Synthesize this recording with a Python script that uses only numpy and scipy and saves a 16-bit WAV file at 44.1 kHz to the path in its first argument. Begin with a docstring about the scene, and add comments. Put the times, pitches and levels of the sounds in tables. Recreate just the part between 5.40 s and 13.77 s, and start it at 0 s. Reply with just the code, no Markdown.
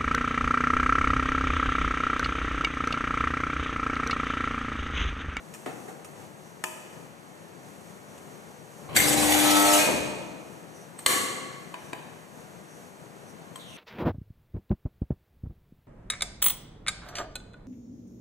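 """A pedal spot welder in a hard-walled workshop, over the drone of distant machines.
A steel strip is laid between the electrodes with a few clicks. The current strikes: the transformer
buzzes on multiples of twice the mains, the frame shakes, and the molten joint spits and hisses.
The current stops and the electrodes ring out. The arm springs open with a clank; the strip is set
down with a few taps and slides. A limiter ducks the loudest blow."""
import sys
import numpy as np
from scipy import signal
from scipy.fft import rfft, irfft, next_fast_len
from scipy.io import wavfile
from scipy.ndimage import uniform_filter1d, minimum_filter1d, map_coordinates

SR = 44100
rng = np.random.default_rng(int(sys.argv[2]) if len(sys.argv) > 2 else 0)


def waveform_to_disk(signal):
    """Save audio, clipped to [-1, 1], as 16-bit WAV at the path in sys.argv[1]."""
    frames = np.transpose(np.atleast_2d(signal))
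    scaled = np.clip(frames, -1, 1) * 32767
    samples = np.round(scaled).astype(np.int16)
    wavfile.write(sys.argv[1], SR, samples)


N = 369116
SWITCH_ON_S, IGNITE_S, SWITCH_OFF_S = 3.492, 3.558, 4.377
BUZZ_HZ = 100.2  # twice the mains
LN_1000 = np.log(1000)  # 60 dB

# Noise spectra: freq_hz, density_db
DRONE_SPECTRUM = [(20, -34), (45, -30), (69, -26), (85, -13), (120, -5.5), (161, 1), (260, -6.5), (500, -6),
                  (755, -9.5), (1970, -22.5), (3260, -28), (4800, -29), (6200, -22), (14000, -33)]
WHIRR_SPECTRUM = [(500, -20), (1000, -0.5), (1700, -0.5), (3000, -13.5), (4500, -13), (6000, -41)]
WASH_SPECTRUM = [(1500, -45), (4500, -11), (6000, -4.5), (8200, 0), (10500, -6), (12500, -6.5), (14200, -8)]  # a contact's treble, back from the walls
RATTLE_SPECTRUM = [(30, -55), (120, -15.5), (250, -4), (400, -5), (600, -4), (780, -15), (1050, -8),
                   (1600, -25.5), (3000, -50)]
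RUMBLE_SPECTRUM = [(20, -20), (55, -11), (68, -11), (80, 9.5), (99, -6), (123, 13), (160, 5), (220, 5),
                   (400, -48)]
SPRAY_SPECTRUM = [(300, -22.5), (700, -6), (1300, -9.5), (2100, -5), (3500, -6), (4700, -9.5), (6200, -6.5),
                  (8200, -3.5), (10500, -9), (12500, -11), (14200, -11)]

# Contacts: start_s, clank_db, thud_db, tick_db, chatter_t60_s, ring_db
STRIP_HITS = [ (0.138, -46, -54, -38, 0.049, -78), (0.146, -48, -51, -44, 0.09, -81),
              (0.260, -47, -31.5, -47.5, 0.32, -60), (0.480, -68, -40, -51.5, 0.25, -73),
              (0.646, -47, -48, -42.5, 0.079, -67), (1.239, -22.5, -36, -23.5, 0.028, -49.5),
              (2.778, -54, -46, -50, 0.068, -77)]
CRACK_HITS = [(3.564, -15.5, -24.5, -19, 0.043, -41), (3.570, -15, -23, -19, 0.035, -41),
              (3.578, -24, -35, -22, 0.03, -46)]  # the joint igniting
ARM_HITS = [ (5.590, -46.5, -47, -37.5, 0.065, -61), (5.662, -8.5, -15, -3, 0.018, -25),
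            (8.157, -45.5, -49, -40.5, 0.045, -62)]
TIP_HITS = [(6.341, -31, -38, -43.5, 0.022, -46.5), (6.531, -29.5, -30.5, -36.5, 0.025, -46.5)]  # electrode tip on the firmly held strip

# Broad resonances: centre_hz, width_hz, gain_db
STRIP_BANDS = [(920, 410, 6), (1226, 100, 8), (1736, 290, 8), (2480, 260, 8.5), (2950, 300, 6.5),
               (3360, 300, -2.5), (4760, 200, -5), (5670, 200, -6)]
STRIP_TICK_BANDS = [(5700, 1300, -1.5), (6900, 740, 3), (8540, 1200, 2.5), (12700, 2900, -9.5)]
THUD_BANDS = [(338, 280, 1.5), (460, 110, 2.5), (747, 195, 3.5), (1170, 860, -6)]  # electrode arms and strip
PUSH_BANDS = [(60, 100, 0)]  # dull push under each contact
HISS_SWELL_BANDS = [(6000, 900, -2), (8500, 4000, -11)]
FRIZZLE_BANDS = [(2470, 1500, 3.5), (3800, 770, -5), (8000, 5400, -12)]
BURST_BANDS = [(1650, 260, -4), (2070, 530, 7), (3600, 400, -1), (8160, 2100, 2), (12500, 3500, -2)]
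CRACK_BANDS = [(1680, 490, 6), (2050, 310, 5), (3700, 560, 0), (4600, 250, 5), (7350, 500, 5.5),
               (7980, 600, 2), (9400, 320, -9), (13100, 1500, -6)]
WELDER_TICK_BANDS = [(6100, 730, -1), (7370, 1500, 2.5), (8200, 700, 10.5), (9000, 1700, -4),
                     (12660, 1400, -9), (13440, 2000, -4.5)]
JUDDER_BANDS = [(794, 71, 0)]
ARM_BANDS = [(1120, 430, 1), (1365, 340, -7), (1685, 245, 5), (2093, 320, 7.5), (2325, 180, 2),
             (2860, 1140, 0.5), (3560, 190, -6), (4160, 210, 4), (4590, 180, 0)]
BOOM_BANDS = [(136, 70, 1), (215, 170, 1)]
TIP_BANDS = [(996, 220, 8), (1610, 330, 4.5), (2400, 350, 3), (2950, 210, 0.5), (3750, 310, -4),
             (4670, 260, -7.5)]

# Ringing modes: pitch_hz, level_db, t60_s
STRIP_MODES = [(359, 5, 0.94), (625, 6.5, 0.97), (893, 11.5, 0.46), (1002, 8.5, 0.67), (1233, 1, 0.39),
               (2580, 1, 0.6), (2545, -1, .9), (2660, -4, 0.9)]
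CRACK_MODES = [(1910, 2, .35), (2080, -1, .4), (2100, -4, .35)]
ELECTRODE_MODES = [(497, 1, 0.9), (600, 9, 1), (1302, 0, 0.6), (1604, -2, .8), (1701, -7, 1.1),
                   (1803, -3, 1.1), (2170, -4, .9), (2277, -1.5, 1.23), (2416, 0.5, 1.3), (2490, 0, 1.3),
                   (2510, 3, 0.91), (2590, -6, 1.1), (2880, -9, 0.7), (3300, -10, .7)]
ARM_MODES = [(384, -14.5, 1.8), (520, -7.5, 1.3), (1103, -10, 1.7), (1118, -5, 1.43), (1143, -6, 1.4),
             (1705, -19, 1.3), (1730, -13, 1.2), (2034, -12, 1.6), (2120, -16, 1.4), (2184, -16, 1.5),
             (3040, -10, 0.6), (3130, -11, 0.48), (3600, -12, 0.77), (3898, -15, 1), (4030, -11, 0.7),
             (4110, -12, 0.9), (4340, -13, 0.85)]
TIP_MODES = [(650, -2, 0.44), (844, -1, 0.49), (1000, 2, 0.3)]

# Faint brief swells of hiss near 6 kHz: peak_s, level_db
HISS_SWELLS = [(1.10, -66), (2.70, -67), (3.17, -70), (5.38, -60), (6.45, -62), (7.34, -62), (7.87, -64),
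               (8.34, -60)]
# Load changes on the frame: peak_s, rattle_db, rumble_db, rise_s, t60_s
FRAME_HEAVES = [(3.60, -32.5, -33, 0.32, 0.72), (3.77, -35, -38, 0.86, 0.94),
                (4.486, -23.5, -39, 0.2, 0.27), (4.57, -53, -37, 0.68, 0.2), (8.27, -71, -54, 0.43, 1.5)]
# Brief dip in the level of the weld's hiss: centre_s, depth_db
HISS_DIPS = [(3.758, 11), (3.82, -0.5)]
# Transformer partials on the cold and the soft joint: multiple, cold_db, soft_db, soften_delay_s
BUZZ_PARTIALS = [(2, -44, -51, 0.68), (2.98, -27, -31.5, 0.68), (4, -49, -41, 0.64), (5, -36, -44, 0.4),
                 (5.33, -49, -48, 0.25), (5.93, -37, -30.5, 0.69), (7, -41, -31, 0.63),
                 (7.33, -45, -58, 0.48), (7.67, -38.5, -60, 0.48), (8, -37, -38.5, 0.32),
                 (9, -49, -33, 0.53), (9.33, -42.5, -61, 0.56), (10, -53, -47, .65), (11, -57, -45, 0.53),
                 (12, -66, -43, 0.46), (13, -56, -33, 0.45), (14, -52, -60, 0.35), (15, -44.5, -53, .6),
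                 (16, -53, -48, .6), (17, -49, -53, 0.65), (18, -60, -60, .6), (19, -45, -43, 0.41),
                 (22.4, -48, -58, .6)]
# Linkage pings: peak_s, rise_s, low_db, middle_db, high_db
LINKAGE_PINGS = [(5.592, 0.037, -60, -62, -35.5), (8.159, .008, -43.5, -39.5, -42)]
# Low, middle and high linkage modes: pitch_hz, t60_s
LINKAGE_MODES = [(1040, 0.14), (3200, 0.027), (8260, 0.034)]
# Strands of the strip's scrape: pitch_hz, sag_hz_per_s, level_db
SLIDE_STRANDS = [(3910, 2800, -59), (3650, 6300, -56)]

# Workshop reverberation: freq_hz, t60_s
ROOM_DECAY = [(70, 0.74), (200, 2.4), (500, 1.67), (1200, 1.4), (2500, 1.255), (5000, 1.09), (8000, 0.94),
              (13000, 0.58)]
# Likeness of the two microphone ports: freq_hz, coherence
PORT_COHERENCE = [(30, .3), (60, 0.13), (140, 0.81), (300, 0.31), (640, 0.53), (1400, 0.073),
                  (3100, -0.032), (4600, 0.21), (6200, 1), (8000, 0.93), (14000, 0.91)]
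# Balance of the ports: freq_hz, left_minus_right_db
PORT_BALANCE = [(60, 12), (200, 15), (370, 13.5), (650, -4.5), (1290, 2.5), (2400, 1), (4400, -1),
                (8100, 1.5), (14000, 8.5)]


def amp(db):
    """Decibels to gain."""
    return 10 ** (np.asarray(db) / 20)


def unit(x):
    """Scale to rms 1."""
    return x / np.sqrt(np.mean(x ** 2) + 1e-20)


def along(points, hz):
    """Interpolate (freq_hz, value) points on a log axis."""
    freqs_hz, values = np.transpose(points)
    return np.interp(np.log(hz + 1), np.log(freqs_hz + 1), values)


def clock():
    """Sample times in seconds."""
    return np.arange(N) / SR


def gate(start_s, stop_s, rise_s, fall_s):
    """Gain 1 from start to stop; 60 dB ramps before and after."""
    t = clock()
    return np.exp(-LN_1000 * (np.maximum(start_s - t, 0) / rise_s + np.maximum(t - stop_s, 0) / fall_s))


def noise():
    """Two independent white noises."""
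    return rng.standard_normal((2, N))


def wobble(knots_per_s):
    """Smooth random curve."""
    knots = rng.standard_normal(1024)
    coarse = np.arange(0, N, 64)
    curve = map_coordinates(knots, [coarse * knots_per_s / SR], mode="wrap")
    return np.interp(np.arange(N), coarse, curve)


def filtered(x, response):
    """Apply a complex frequency response."""
    size = next_fast_len(N + SR // 2)
    return irfft(rfft(x, size) * response(np.fft.rfftfreq(size, 1 / SR)), size)[..., :N]


def coloured(x, spectrum):
    """Shape by a spectrum, to rms 1."""
    return unit(filtered(x, lambda hz: amp(along(spectrum, hz))))


def resonate(x, bands):
    """Steep-sided body resonances; white noise keeps its power."""
    def response(hz):
        gain = sum(amp(db) * (1j * hz * width / (centre ** 2 - hz ** 2 + 1j * hz * width)) ** 2
                   for centre, width, db in bands)
        return gain / np.sqrt(np.mean(np.abs(gain) ** 2))
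    return filtered(x, response)


def ringing(modes, t, flutter_rad):
    """Decaying modes in two channels, their phase unsteady from reflections."""
    out = np.zeros((2, len(t)))
    for hz, db, t60_s in modes:
        phase = 2 * np.pi * (hz * t + rng.random((2, 1))) + flutter_rad * wobble(28.1)[:len(t)]
        out += amp(db) * np.sin(phase) * np.exp(-LN_1000 * t / t60_s)
    return out


def echo(build_s):
    """Fresh two-channel room tail of energy 1; the treble dies faster."""
    hz, t, spectra = signal.stft(rng.standard_normal((2, 2 * SR)), SR, nperseg=256)
    decay = np.exp(-LN_1000 * t / along(ROOM_DECAY, hz)[:, None]) * (1 - np.exp(-t / build_s))
    tail = signal.istft(spectra * decay, SR, nperseg=256)[1][:, :2 * SR]
    return tail / np.linalg.norm(tail[0])


def in_room(x, wet_db):
    """Add the workshop's echo."""
    return x + amp(wet_db) * signal.fftconvolve(x, echo(build_s=0.0022), axes=1)[:, :N]


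def at_ports(pair, focus):
    """Common and differing parts to left and right; focus scales the coherence."""
    common, differing = pair

    def side_gain(hz):
        coherence = np.clip(focus * along(PORT_COHERENCE, hz), -0.5, 1)
        return np.tan(np.arccos(coherence) / 2)
    side = filtered(differing, side_gain)
    return np.array([common + side, common - side])


def shop_drone(level_db, waver_db, drift_db, hiss_above_hz, hiss_waver_db):
    """Distant machines: a wavering low drone under a thin hiss that drifts by itself."""
    drone = coloured(noise(), DRONE_SPECTRUM)
    hiss = filtered(drone, lambda hz: 1 / (1 + (hiss_above_hz / (hz + 1)) ** 8))
    gain = amp(level_db + waver_db * wobble(11) + drift_db * wobble(1.705))
    return gain * (drone + (amp(hiss_waver_db * wobble(7)) - 1) * hiss)


def far_machine(level_db, left_lag_s):
    """Steady whirr from the right, reaching the left port later."""
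    whirr = coloured(rng.standard_normal(N), WHIRR_SPECTRUM)
    lags_s = np.array([[left_lag_s], [0]])
    return amp(level_db) * filtered(whirr, lambda hz: np.exp(-2j * np.pi * hz * lags_s))


def contacts(hits, clank_bands, tick_bands, modes,
             modes_db, snap_db, chatter_db, echo_db, wash_db, push_db, flutter_rad):
    """Metal contacts: a snap, brief chatter through resonances, its echo; the struck part rings on."""
    t = np.arange(2 * SR) / SR
    blows = np.zeros((4, 2, N + len(t)))
    ring = np.zeros((2, N + len(t)))
    snaps = np.zeros((2, N))
    tone = ringing(modes, t, flutter_rad)
    for start_s, clank_db, thud_db, tick_db, t60_s, ring_db in hits:
        start = round(start_s * SR)
        span = slice(start, start + len(t))
        fade = np.exp(-LN_1000 * t / t60_s)
        force = np.linalg.norm(fade)
        chatter = amp(chatter_db) * fade * rng.standard_normal((2, len(t)))
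        tail = force * echo(build_s=0.00088)
        blow = chatter + amp(echo_db) * tail
        blows[:, :, span] += [amp(clank_db) * blow, amp(thud_db) * blow,
                              amp(tick_db) * chatter, amp(tick_db + wash_db) * tail]
        snaps[0, start] = amp(clank_db) * force  # clean first touch
        ring[:, span] += amp(modes_db + ring_db) * tone
    clank, thud, tick, wash = blows[:, :, :N]
    bright = resonate(clank + amp(snap_db) * snaps, clank_bands) + resonate(tick, tick_bands)
    dull = resonate(thud, THUD_BANDS) + amp(push_db) * resonate(snaps, PUSH_BANDS)
    walls = filtered(wash, lambda hz: unit(amp(along(WASH_SPECTRUM, hz))))
    return ring[:, :N] + bright + dull + walls


def hiss_swells(width_s, rough_db):
    """Faint brief swells of hiss near 6 kHz."""
    swell = sum(amp(db) * np.exp(-((clock() - peak_s) / width_s) ** 2) for peak_s, db in HISS_SWELLS)
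    return swell * amp(rough_db * wobble(40)) * resonate(noise(), HISS_SWELL_BANDS)


def frame_shake(rattle_db, rumble_db, throb_depth):
    """Magnetic forces shake arms and casing, which heave as the load changes."""
    shake = amp([[rattle_db], [rumble_db]]) * gate(SWITCH_ON_S, SWITCH_OFF_S, rise_s=0.03, fall_s=0.23)
    heaves = [amp(levels_db)[:, None] * gate(peak_s, peak_s, rise_s, t60_s)
              for peak_s, *levels_db, rise_s, t60_s in FRAME_HEAVES]
    rattle_gain, rumble_gain = np.sqrt(shake ** 2 + sum(heave ** 2 for heave in heaves))
    throb = 1 + throb_depth * np.cos(2 * np.pi * BUZZ_HZ * clock())
    rattle = rattle_gain * coloured(throb * noise(), RATTLE_SPECTRUM)
    return rattle + rumble_gain * coloured(noise(), RUMBLE_SPECTRUM)


def spurts(depth=0.12, sharpness=12):
    """Gain peaking at each crest of the current."""
    return 1 + depth * np.exp(sharpness * (np.cos(2 * np.pi * BUZZ_HZ * clock()) - 1))


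def ignition(frizzle_db, burst_db, burst_s, hold_s, rough_db):
    """The cold joint frizzles, then bursts with a rough, ringing spit."""
    frizzle_gain = amp(frizzle_db) * gate(SWITCH_ON_S, IGNITE_S, rise_s=0.019, fall_s=0.019)
    burst_gain = amp(burst_db) * gate(burst_s, burst_s + hold_s, rise_s=0.029, fall_s=0.27)
    frizzle = frizzle_gain * resonate(noise(), FRIZZLE_BANDS)
    burst = burst_gain * resonate(noise(), BURST_BANDS)
    return (frizzle + burst) * spurts() * amp(rough_db * wobble(220))


def spray_envelope(level_db=-24.5, growth_db_per_s=4, dip_s=0.013):
    """The spray grows with the heat and dies as the joint cools; the level dips briefly."""
    t = clock()
    age_s = np.clip(t - IGNITE_S, 0, SWITCH_OFF_S - IGNITE_S)
    dip_db = sum(db * np.exp(-((t - centre_s) / dip_s) ** 2) for centre_s, db in HISS_DIPS)
    burn = amp(level_db + growth_db_per_s * age_s - dip_db)
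    return burn * gate(IGNITE_S, SWITCH_OFF_S, rise_s=0.034, fall_s=0.52)


def metal_spray(spits_per_s, spit_db, flutter_db, patchy_db):
    """Molten metal sprays: a dense hiss of tiny spits, spurting each half cycle."""
    spits = unit(noise() * (rng.random(N) < spits_per_s * spurts() ** 3 / SR))
    spectra = signal.stft(noise() + amp(spit_db) * spits, nperseg=512)[2]
    patches = rng.standard_normal(spectra.shape[1:])  # the colour shifts from moment to moment
    for axis in (0, 1):
        patches = uniform_filter1d(patches, size=6, axis=axis)
    hiss = signal.istft(spectra * amp(patchy_db * unit(patches)), nperseg=512)[1][:, :N]
    return spray_envelope() * amp(flutter_db * wobble(45)) * spurts() * coloured(hiss, SPRAY_SPECTRUM)


def transformer(level_db, onset_db, settle_s, soften_s, waver_db, drift_rad, linger_db, linger_t60_s):
    """The buzz starts weak; its partials change level as the joint softens and linger in the room."""
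    t = clock()
    age_s = np.maximum(t - IGNITE_S, 0)
    current = gate(IGNITE_S, SWITCH_OFF_S, rise_s=0.068, fall_s=0.28)
    current *= amp(level_db + onset_db * np.exp(-age_s / settle_s))
    pole = np.exp(-LN_1000 / (linger_t60_s * SR))
    buzz = np.zeros(N, complex)
    for multiple, cold_db, soft_db, delay_s in BUZZ_PARTIALS:
        hz = BUZZ_HZ * round(3 * multiple) / 3  # nearest third of a multiple
        softness = (1 + np.tanh((age_s - delay_s) / soften_s)) / 2
        drive = current * amp(cold_db + softness * (soft_db - cold_db))
        swell = drive + amp(linger_db) * signal.lfilter([1 - pole], [1, -pole], drive)
        phase = 2 * np.pi * hz * t + 1.35 * rng.standard_normal() + drift_rad * wobble(6.9)
        roughness = 0.14 * min(multiple / 6, 2)
        rasp = 1 + roughness * (wobble(70) + 1j * wobble(70))
        buzz += np.sqrt(2) * swell * rasp * amp(waver_db * wobble(9)) * np.exp(1j * phase)
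    return np.array([buzz.real, buzz.imag])


def strip_judder(start_s, stop_s, edge_s, level_db, rough_db):
    """The clamped strip judders while the joint is still hard: a narrow rasp."""
    gain = amp(level_db + rough_db * wobble(60)) * gate(start_s, stop_s, edge_s, edge_s)
    return gain * resonate(noise(), JUDDER_BANDS)


def electrode_release(level_db, rise_s, flutter_rad):
    """The magnetic pull lets go; the electrodes ring out."""
    age_s = np.maximum(clock() - SWITCH_OFF_S, 0)[round(SWITCH_OFF_S * SR):]
    ring = amp(level_db) * (1 - np.exp(-age_s / rise_s)) * ringing(ELECTRODE_MODES, age_s, flutter_rad)
    return np.pad(ring, ((0, 0), (N - len(age_s), 0)))


def linkage_pings():
    """The arm's linkage takes up its play with short, bright pings."""
    out = np.zeros((2, N))
    for peak_s, rise_s, *levels_db in LINKAGE_PINGS:
        span = slice(round((peak_s - rise_s) * SR), round((peak_s + 0.2) * SR))
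        t = clock()[span] - peak_s
        for (hz, t60_s), db in zip(LINKAGE_MODES, levels_db):
            fade = np.exp(-LN_1000 * np.maximum(-t / rise_s, t / t60_s))
            out[:, span] += amp(db) * fade * np.sin(2 * np.pi * (hz * t + rng.random((2, 1))))
    return out


def frame_boom(peak_s, level_db, rise_s, t60_s):
    """The heavy frame booms as the arm reaches its stop."""
    return amp(level_db) * gate(peak_s, peak_s, rise_s, t60_s) * resonate(noise(), BOOM_BANDS)


def strip_slide(start_s, edge_s, width_hz):
    """The strip scrapes on the electrode: two narrow strands, sinking as it slows."""
    age_s = np.maximum(clock() - start_s, 0)
    out = np.zeros((2, N))
    for hz, sag_hz_per_s, db in SLIDE_STRANDS:
        band = filtered(noise(), lambda f: 1 / (1 + (f / width_hz) ** 2))
        carrier = np.cos(2 * np.pi * np.cumsum(hz - sag_hz_per_s * age_s) / SR)
        out += amp(db) * unit(band * carrier)
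    return out * gate(start_s, N / SR, edge_s, edge_s)


def scene():
    """Weld, metal contacts and shop at the two ports."""
    spray = metal_spray(spits_per_s=2600, spit_db=-4, flutter_db=1.55, patchy_db=3.8)
    shake = frame_shake(rattle_db=-41, rumble_db=-47, throb_depth=0.15)
    spit = ignition(frizzle_db=-51.5, burst_db=-24.5, burst_s=3.565, hold_s=0.038, rough_db=3)
    cracks = contacts(CRACK_HITS, CRACK_BANDS, WELDER_TICK_BANDS, CRACK_MODES, modes_db=0, snap_db=-2.5,
                      chatter_db=-0.5, echo_db=-6.5, wash_db=-10, push_db=-25, flutter_rad=1.3)
    buzz = transformer(level_db=-1, onset_db=-12.5, settle_s=0.2, soften_s=0.035, waver_db=1.2,
                       drift_rad=0.29, linger_db=-7.5, linger_t60_s=1.63)
    strip = contacts(STRIP_HITS, STRIP_BANDS, STRIP_TICK_BANDS, STRIP_MODES, modes_db=-2.5,
                     snap_db=-1.5, chatter_db=-3, echo_db=-8, wash_db=-4, push_db=-42, flutter_rad=1.4)
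    tip = contacts(TIP_HITS, TIP_BANDS, STRIP_TICK_BANDS, TIP_MODES, modes_db=0, snap_db=-2,
                   chatter_db=-3.5, echo_db=-4, wash_db=-3.5, push_db=-39, flutter_rad=0.9)
    arm = contacts(ARM_HITS, ARM_BANDS, WELDER_TICK_BANDS, ARM_MODES, modes_db=-2, snap_db=0,
                   chatter_db=-2.5, echo_db=-2.5, wash_db=-2, push_db=-23, flutter_rad=0.84)
    slide = strip_slide(start_s=8.2, edge_s=0.057, width_hz=290)
    handling = strip + tip + in_room(slide + linkage_pings(), wet_db=-11)
    shop = shop_drone(level_db=-49, waver_db=1, drift_db=0.48, hiss_above_hz=5200, hiss_waver_db=1)
    swells = hiss_swells(width_s=0.08, rough_db=3)
    whirr = far_machine(level_db=-57.5, left_lag_s=0.00039)
    judder = strip_judder(start_s=3.75, stop_s=4.13, edge_s=0.67, level_db=-37.5, rough_db=2.5)
    release = electrode_release(level_db=-33.5, rise_s=0.013, flutter_rad=0.92)
    boom = frame_boom(peak_s=5.69, level_db=-44, rise_s=0.077, t60_s=1.45)
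    weld = amp(-2.5) * in_room(spray + shake, wet_db=-3) + in_room(spit, wet_db=-7.5)
    weld += cracks + buzz + judder + release
    return (at_ports(weld, focus=0.99) + at_ports(handling, focus=0.91)
            + at_ports(arm + boom + shop + swells, focus=1) + whirr)


def balance_and_notch(x, notch_hz, notch_width_hz, notch_db):
    """Bass leans left; a narrow dip near 5 kHz is cut from the whole sound."""
    def response(hz):
        ratio = amp(along(PORT_BALANCE, hz))
        notch = amp(notch_db * np.exp(-((hz - notch_hz) / notch_width_hz) ** 2))
        right = 2 * notch / (1 + ratio)
        return np.array([ratio * right, right])
    return filtered(x, response)


def limiter(x, ceiling_db, release_db_per_s):
    """Peaks cut the gain at once; it recovers at a steady rate."""
    over_db = np.maximum(20 * np.log10(np.abs(x).max(axis=0) + 1e-9) - ceiling_db, 0)
    ramp_db = release_db_per_s * clock()
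    cut_db = np.maximum.accumulate(over_db + ramp_db) - ramp_db
    return x * uniform_filter1d(minimum_filter1d(amp(-cut_db), size=32), size=32)


def record(dry):
    """Left-right balance, treble notch, limiter, band limit."""
    heard = balance_and_notch(dry, notch_hz=5060, notch_width_hz=140, notch_db=-14)
    limited = limiter(heard, ceiling_db=-3.5, release_db_per_s=107)
    return filtered(limited, lambda hz: hz < 14350)


dry = scene()
out = record(dry)
waveform_to_disk(out)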